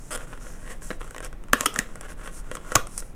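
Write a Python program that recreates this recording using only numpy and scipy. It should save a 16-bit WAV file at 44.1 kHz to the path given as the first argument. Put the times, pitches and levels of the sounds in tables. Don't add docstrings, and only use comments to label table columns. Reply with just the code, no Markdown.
import sys
import numpy as np
from scipy import signal
from scipy.fft import rfft, irfft
from scipy.io import wavfile

SR = 44100
rng = np.random.default_rng(int(sys.argv[2]) if len(sys.argv) > 2 else 0)


def dump(signal):
    limited = np.clip(np.atleast_2d(signal).T, -1, 1)
    pcm = np.round(limited * 32767).astype(np.int16)
    wavfile.write(sys.argv[1], SR, pcm)


N = 138915
LEAD_S = .008


def gain(db):
    return 10 ** (np.asarray(db) / 20)


def unit_level(x):
    return x / np.sqrt(np.mean(x ** 2) + 1e-20)


def look_up(table, hz):
    pitches, values = np.transpose(table)
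    return np.interp(np.log(abs(hz) + 1), np.log(pitches + 1), values)


def add(mix, start_s, sound):
    at = round(start_s * SR)
    sound = sound[max(-at, 0):]
    part = mix[max(at, 0):][:len(sound)]
    part += sound[:len(part)]


def fade(t, fade_s):
    return np.exp(-np.log(1000) * t / fade_s)


def ring(hz, fade_s, rise_s=0.00011):
    t = np.arange(SR // 4) / SR
    return np.sin(2 * np.pi * hz * t) * fade(t, fade_s) * (1 - np.exp(-t / rise_s))


def click(tone, size=4096):
    log_gain = np.log(gain(look_up(tone, np.fft.fftfreq(size, 1 / SR))))
    spectrum = np.exp(np.conj(signal.hilbert(log_gain)))
    pulse = np.fft.ifft(spectrum).real[:size // 2]
    return pulse / abs(pulse).max()


def focus(x, hz=8600, boost_db=4, width_octaves=0.24):
    octaves = np.log2((np.fft.rfftfreq(len(x), 1 / SR) + 1) / hz)
    return irfft(rfft(x) * gain(boost_db * np.exp(-(octaves / width_octaves) ** 2)), len(x))


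def crackle(fade_s, spray_share):
    t = np.arange(SR // 20) / SR - LEAD_S
    shape = np.where(t < 0, gain(-4) * fade(abs(t), 0.007), fade(abs(t), fade_s))
    spray = rng.standard_normal(len(t)) * shape
    spray *= np.sqrt(spray_share) / np.linalg.norm(spray)
    spray[np.argmin(abs(t))] += np.sqrt(1 - spray_share)
    return spray


# pitch_hz, level_db
BACKGROUND_TONE = [(10, 0), (30, 3), (50, -13), (85, -19.5), (120, -16.5), (170, -19), (900, -34.5),
                   (2000, -40.5), (4200, -54), (8000, -53), (16000, -59)]

def background(level_db=-36, sway_db=1.5):
    hz = np.fft.rfftfreq(N, 1 / SR)
    spectrum = rfft(rng.standard_normal(N)) * gain(look_up(BACKGROUND_TONE, hz))
    lows = 1 / (1 + (hz / 70) ** 4)
    sway = unit_level(irfft(rfft(rng.standard_normal(N)) * np.exp(-hz / 3), N))
    rumble = irfft(spectrum * lows, N) * gain(sway_db * sway)
    hiss = irfft(spectrum * (1 - lows), N)
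    return gain(level_db) * unit_level(rumble + hiss)


# pitch_hz, fade_s, level_db
ROOM_TAIL = [(150, 0.17, 1.5), (510, 0.31, 6.5), (1420, 0.25, -2.5), (3600, 0.27, 4), (6900, 0.29, -8.5),
             (15000, 0.2, 1.5)]

def room(x, early_db=-14, tail_db=-13.5):
    size = SR // 2
    t = np.arange(size) / SR
    early, tail = rng.standard_normal((2, size)) * (t > 0.003)
    early *= fade(t, 0.039)
    hz, times, bands = signal.stft(tail, SR, nperseg=256)
    fade_s, level_db = (look_up(np.array(ROOM_TAIL)[:, [0, k]], hz)[:, None] for k in (1, 2))
    tail = signal.istft(bands * gain(level_db) * fade(times, fade_s), SR)[1][:size]
    echoes = gain(early_db) * early / np.linalg.norm(early) + gain(tail_db) * tail / np.linalg.norm(tail)
    return signal.fftconvolve(x, echoes)[:N]


# pitch_hz, level_db
KNOCK_TONE = [(40, -24), (150, -2.5), (480, 3.5), (850, -5), (1600, -1.5), (2800, -16.5), (5000, -24),
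              (16000, -38)]
# start_s, level_db
BOX_BUMPS = [(0.329, -26), (0.333, -24.5), (.905, -14.5), (.912, -15), (1.797, -16.5)]

def knocks():
    out, knock = np.zeros(N), click(KNOCK_TONE)
    for start_s, level_db in BOX_BUMPS:
        add(out, start_s - LEAD_S, gain(level_db) * signal.fftconvolve(crackle(0.02, 0.84), knock))
    return out


# pitch_hz, level_db
CARD_TONE = [(60, 3.5), (150, -10.5), (300, 3), (600, 6.5), (850, 0), (1200, 3.5), (2000, -4), (3100, -4),
             (4200, -16), (8000, -20), (16000, -62)]
# pitch_hz, level_db, fade_s
BOX_NOTES = [(530, -21.5, 0.026), (600, -22.5, 0.026), (1095, -30.5, 0.13), (1560, -28.5, 0.0098),
             (1924, -25, 0.022), (2540, -30, 0.0081)]

def card_click():
    tap = click(CARD_TONE, size=16384)
    for pitch_hz, level_db, fade_s in BOX_NOTES:
        add(tap, 0, gain(level_db) * ring(pitch_hz, fade_s))
    return tap / abs(tap).max()


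# time_s, pitch_hz
PANEL_GLIDE = [(.45, 1400), (.73, 1840), (1.01, 1210), (1.16, 1650), (1.57, 1120), (2.08, 1570),
               (2.8, 1300), (3.0, 1390)]

def panel(x, width_hz=264):
    hz = np.interp(np.arange(N) / SR, *np.transpose(PANEL_GLIDE))
    spin = np.exp(2j * np.pi * np.cumsum(hz) / SR)
    decay = np.exp(-np.pi * width_hz / SR)
    ringing = 2 * (spin * signal.lfilter([1 - decay], [1, -decay], x / spin)).real
    return gain(-3.5) * x + gain(4) * ringing


# pitch_hz, level_db
EDGE_TONE = [(300, -10), (2000, -8.5), (3300, -12), (4800, -6), (5500, 2), (8500, 3.5), (10500, 2.5),
             (12500, -9), (15000, -8.5), (17000, -63.5)]

def edge_click():
    return click(EDGE_TONE)


# pitch_hz, level_db
BLADE_NOTES = [(2030, -0.5), (2750, -4.5), (3270, 2), (5200, 0.5), (5600, -5.5), (6400, -11.5),
               (7800, -4.5), (8450, -6.5)]

def blade(fade_s):
    return sum(gain(level_db) * ring(pitch_hz, fade_s) for pitch_hz, level_db in BLADE_NOTES)


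def grains(pressure, grain, per_s, spread_db=2.5):
    sizes = gain(spread_db * np.minimum(rng.exponential(1, SR), 5))
    breaks = unit_level(sizes * rng.choice([-1, 1], SR) * (rng.random(SR) < per_s / SR))
    return signal.fftconvolve(pressure * breaks[:len(pressure)], grain / np.linalg.norm(grain))


# start_s, length_s, peak_fraction, card_db, edge_db, treble_hz
BLADE_STROKES = [(-.05, 0.42, 0.24, -66, -54, 7150), (0.155, 0.1, 0.71, -43.5, -53.5, 7500),
                 (0.273, 0.16, 0.1, -50.5, -54.5, 8300), (0.391, 0.25, 0.22, -49.5, -50, 6360),
                 (0.531, 0.29, 0.49, -49.5, -54, 8500), (0.678, 0.057, 0.69, -40.5, -46, 8300),
                 (0.812, 0.17, 0.18, -53.5, -45.5, 7860), (0.996, 0.28, 0.07, -52.5, -56, 7760),
                 (1.223, .052, 0.53, -38, -45.5, 5640), (1.545, 0.13, 0.6, -40, -43, 7000),
                 (1.717, 0.12, 0.5, -38.5, -46, 7740), (1.787, 0.39, 0.13, -51.5, -60, 7700),
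                 (2.016, 0.049, 0.66, -41.5, -53, 8240), (2.074, 0.061, 0.56, -43.5, -48, 10500),
                 (2.157, 0.063, 0.81, -46.5, -55.5, 8200), (2.226, 0.082, 0.37, -41, -48.5, 8700),
                 (2.296, .12, 0.67, -51, -46, 9100), (2.405, 0.47, 0.15, -53, -60.5, 7400),
                 (2.513, 0.047, 0.8, -46.5, -48, 7400), (2.6, 0.17, 0.99, -41, -47.5, 7450),
                 (2.764, 0.04, 0.6, -34, -62, 8100), (2.855, 0.17, 0.75, -54.5, -46.5, 9000),
                 (2.98, 0.016, 0.76, -51, -37.5, 8850), (2.998, 0.15, 0.28, -76, -57, 10300)]

def scrapes(ease_s=.01):
    scuff, hiss = np.zeros((2, N))
    card, edge = card_click(), np.pad(edge_click(), (64, 0))
    for start_s, length_s, peak, card_db, edge_db, treble_hz in BLADE_STROKES:
        along = np.linspace(0, 1, round((length_s + 2 * ease_s) * SR))
        up_down = np.interp(along, [0, np.clip(peak, .05, .95), 1], [0, 1, 0])
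        pressure = np.sin(np.pi / 2 * up_down) ** 1.58
        add(scuff, start_s - ease_s, gain(card_db) * grains(pressure, card, per_s=900))
        add(hiss, start_s - ease_s, gain(edge_db) * grains(pressure, focus(edge, treble_hz), per_s=7600))
    return panel(scuff) + hiss


# start_s, card_db, edge_db
BLADE_CATCHES = [(.176, -22.5, -26), (.335, -28.5, -47), (0.376, -28, -39), (.468, -24.5, -51),
                 (.664, -31, -50), (0.677, -25, -38), (0.821, -28, -36), (0.93, -27, -49),
                 (1.009, -26, -33), (1.015, -20.5, -33), (1.03, -30, -46), (1.045, -27.5, -33),
                 (1.078, -31, -36), (1.109, -26.5, -25.5), (1.147, -21, -30), (1.164, -20, -27),
                 (1.182, -20, -25.5), (1.205, -21, -26.5), (1.228, -24, -31), (1.248, -23, -19),
                 (1.329, -29, -37), (1.439, -31, -39), (1.485, -30, -41), (1.498, -35, -46),
                 (1.742, -25, -22), (1.957, -26, -26), (2.011, -23.5, -22), (2.276, -18.5, -27.5),
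                 (2.515, -14, -24), (2.553, -18.5, -18.5), (2.57, -18, -30), (2.72, -12, -21),
                 (2.726, -22.5, -26), (2.871, -24.5, -23), (2.979, -37, -10.5), (2.985, -38, -21.5),
                 (3.004, -47, -18.5), (3.024, -25, -46)]

def catches():
    card, edge = np.zeros((2, N))
    for start_s, card_db, edge_db in BLADE_CATCHES:
        add(card, start_s - LEAD_S, gain(card_db) * crackle(fade_s=0.017, spray_share=0.63))
        add(edge, start_s - LEAD_S, gain(edge_db) * crackle(fade_s=0.0048, spray_share=1))
    body = panel(signal.fftconvolve(card, card_click())[:N])
    return body + focus(signal.fftconvolve(edge, edge_click())[:N])


def judder(start_s=0.1081, length_s=.056, first_per_s=305, last_per_s=220, swell_db=10.5):
    card, edge = np.zeros((2, N))
    t = 0
    for jitter, strength in rng.standard_normal((40, 2)):
        along = t / length_s
        if along > 1:
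            break
        slip_db = swell_db * (along - 1) + 2.5 * strength
        add(card, start_s + t, -gain([0.32 * slip_db]))
        add(edge, start_s + t - LEAD_S, gain(slip_db) * crackle(fade_s=.004, spray_share=1))
        t += np.exp(.12 * jitter) / (first_per_s + (last_per_s - first_per_s) * along)
    treble = gain(-32) * blade(fade_s=0.0092)
    add(treble, 0, gain(-16.5) * edge_click())
    body = gain(-20.5) * panel(signal.fftconvolve(card, card_click())[:N])
    return body + focus(signal.fftconvolve(edge, treble)[:N])


# pitch_hz, level_db
CRACK_TONE = [(300, -9), (1500, 2), (3200, 0.5), (4750, -4.5), (5300, 0.5), (9500, 1.5), (12000, -6),
              (14700, -4), (17000, -46)]
# start_s, box_db, flap_hz, flap_db, upper_hz, upper_db, crack_hz, crack_db, thump_hz, thump_db
SEAL_SNAPS = [(1.5333, -1.5, 1144, -1.5, 1700, -1, 2760, -4.5, 251, -8),
              (1.6092, -13, 1060, -17, 1880, -23.5, 7500, -13.5, 248, -20),
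              (1.6595, -36, 1283, -7, 2940, -22, 8500, -11, 418, -15),
              (1.6626, -22, 1250, -13.5, 3200, -13.5, 5650, -8.5, 312, -17),
              (1.761, -23, 1350, -15, 1810, -18, 7500, -24.5, 220, -25),
              (1.79, -18.5, 1634, -12.5, 1920, -10, 7660, -10, 205, -11.5),
              (2.7548, -5, 798, -7, 1300, -14, 6640, -6.5, 321, -11),
              (2.7576, -19, 635, -12, 1490, -8, 6400, -4, 113, -8),
              (2.7640, -16, 1111, -1.5, 1210, -1.5, 7000, -35, 110, -27)]

def snaps(flap_fade_s=0.013):
    out, box, crack, free_blade = np.zeros(N), card_click(), click(CRACK_TONE), blade(fade_s=.13)
    for (start_s, box_db, flap_hz, flap_db, upper_hz, upper_db,
         crack_hz, crack_db, thump_hz, thump_db) in SEAL_SNAPS:
        add(out, start_s, gain(box_db) * box)
        add(out, start_s, -gain(flap_db) * ring(flap_hz, flap_fade_s))
        add(out, start_s, gain(upper_db) * ring(upper_hz, flap_fade_s))
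        spray = signal.fftconvolve(crackle(fade_s=0.0037, spray_share=0.84), crack)
        add(out, start_s - LEAD_S, gain(crack_db + 9) * focus(spray, crack_hz, boost_db=8))
        add(out, start_s, gain(crack_db - 37.5) * free_blade)
        add(out, start_s, gain(thump_db) * ring(thump_hz, fade_s=0.031, rise_s=0.0029))
    return out


def scene(walls=4):
    handling = scrapes() + knocks() + catches() + judder()
    snap_tails = sum(room(snaps()) for _ in range(walls)) / np.sqrt(walls)
    return (background() + handling + room(handling) + snaps() + snap_tails)[None]


def record(dry, cutoff_hz=16200):
    low_pass = signal.firwin(511, cutoff_hz, window=("kaiser", 9), fs=SR)
    return signal.oaconvolve(np.clip(dry, -1, 1), low_pass[None], "same")


dry = scene()
out = record(dry)
dump(out)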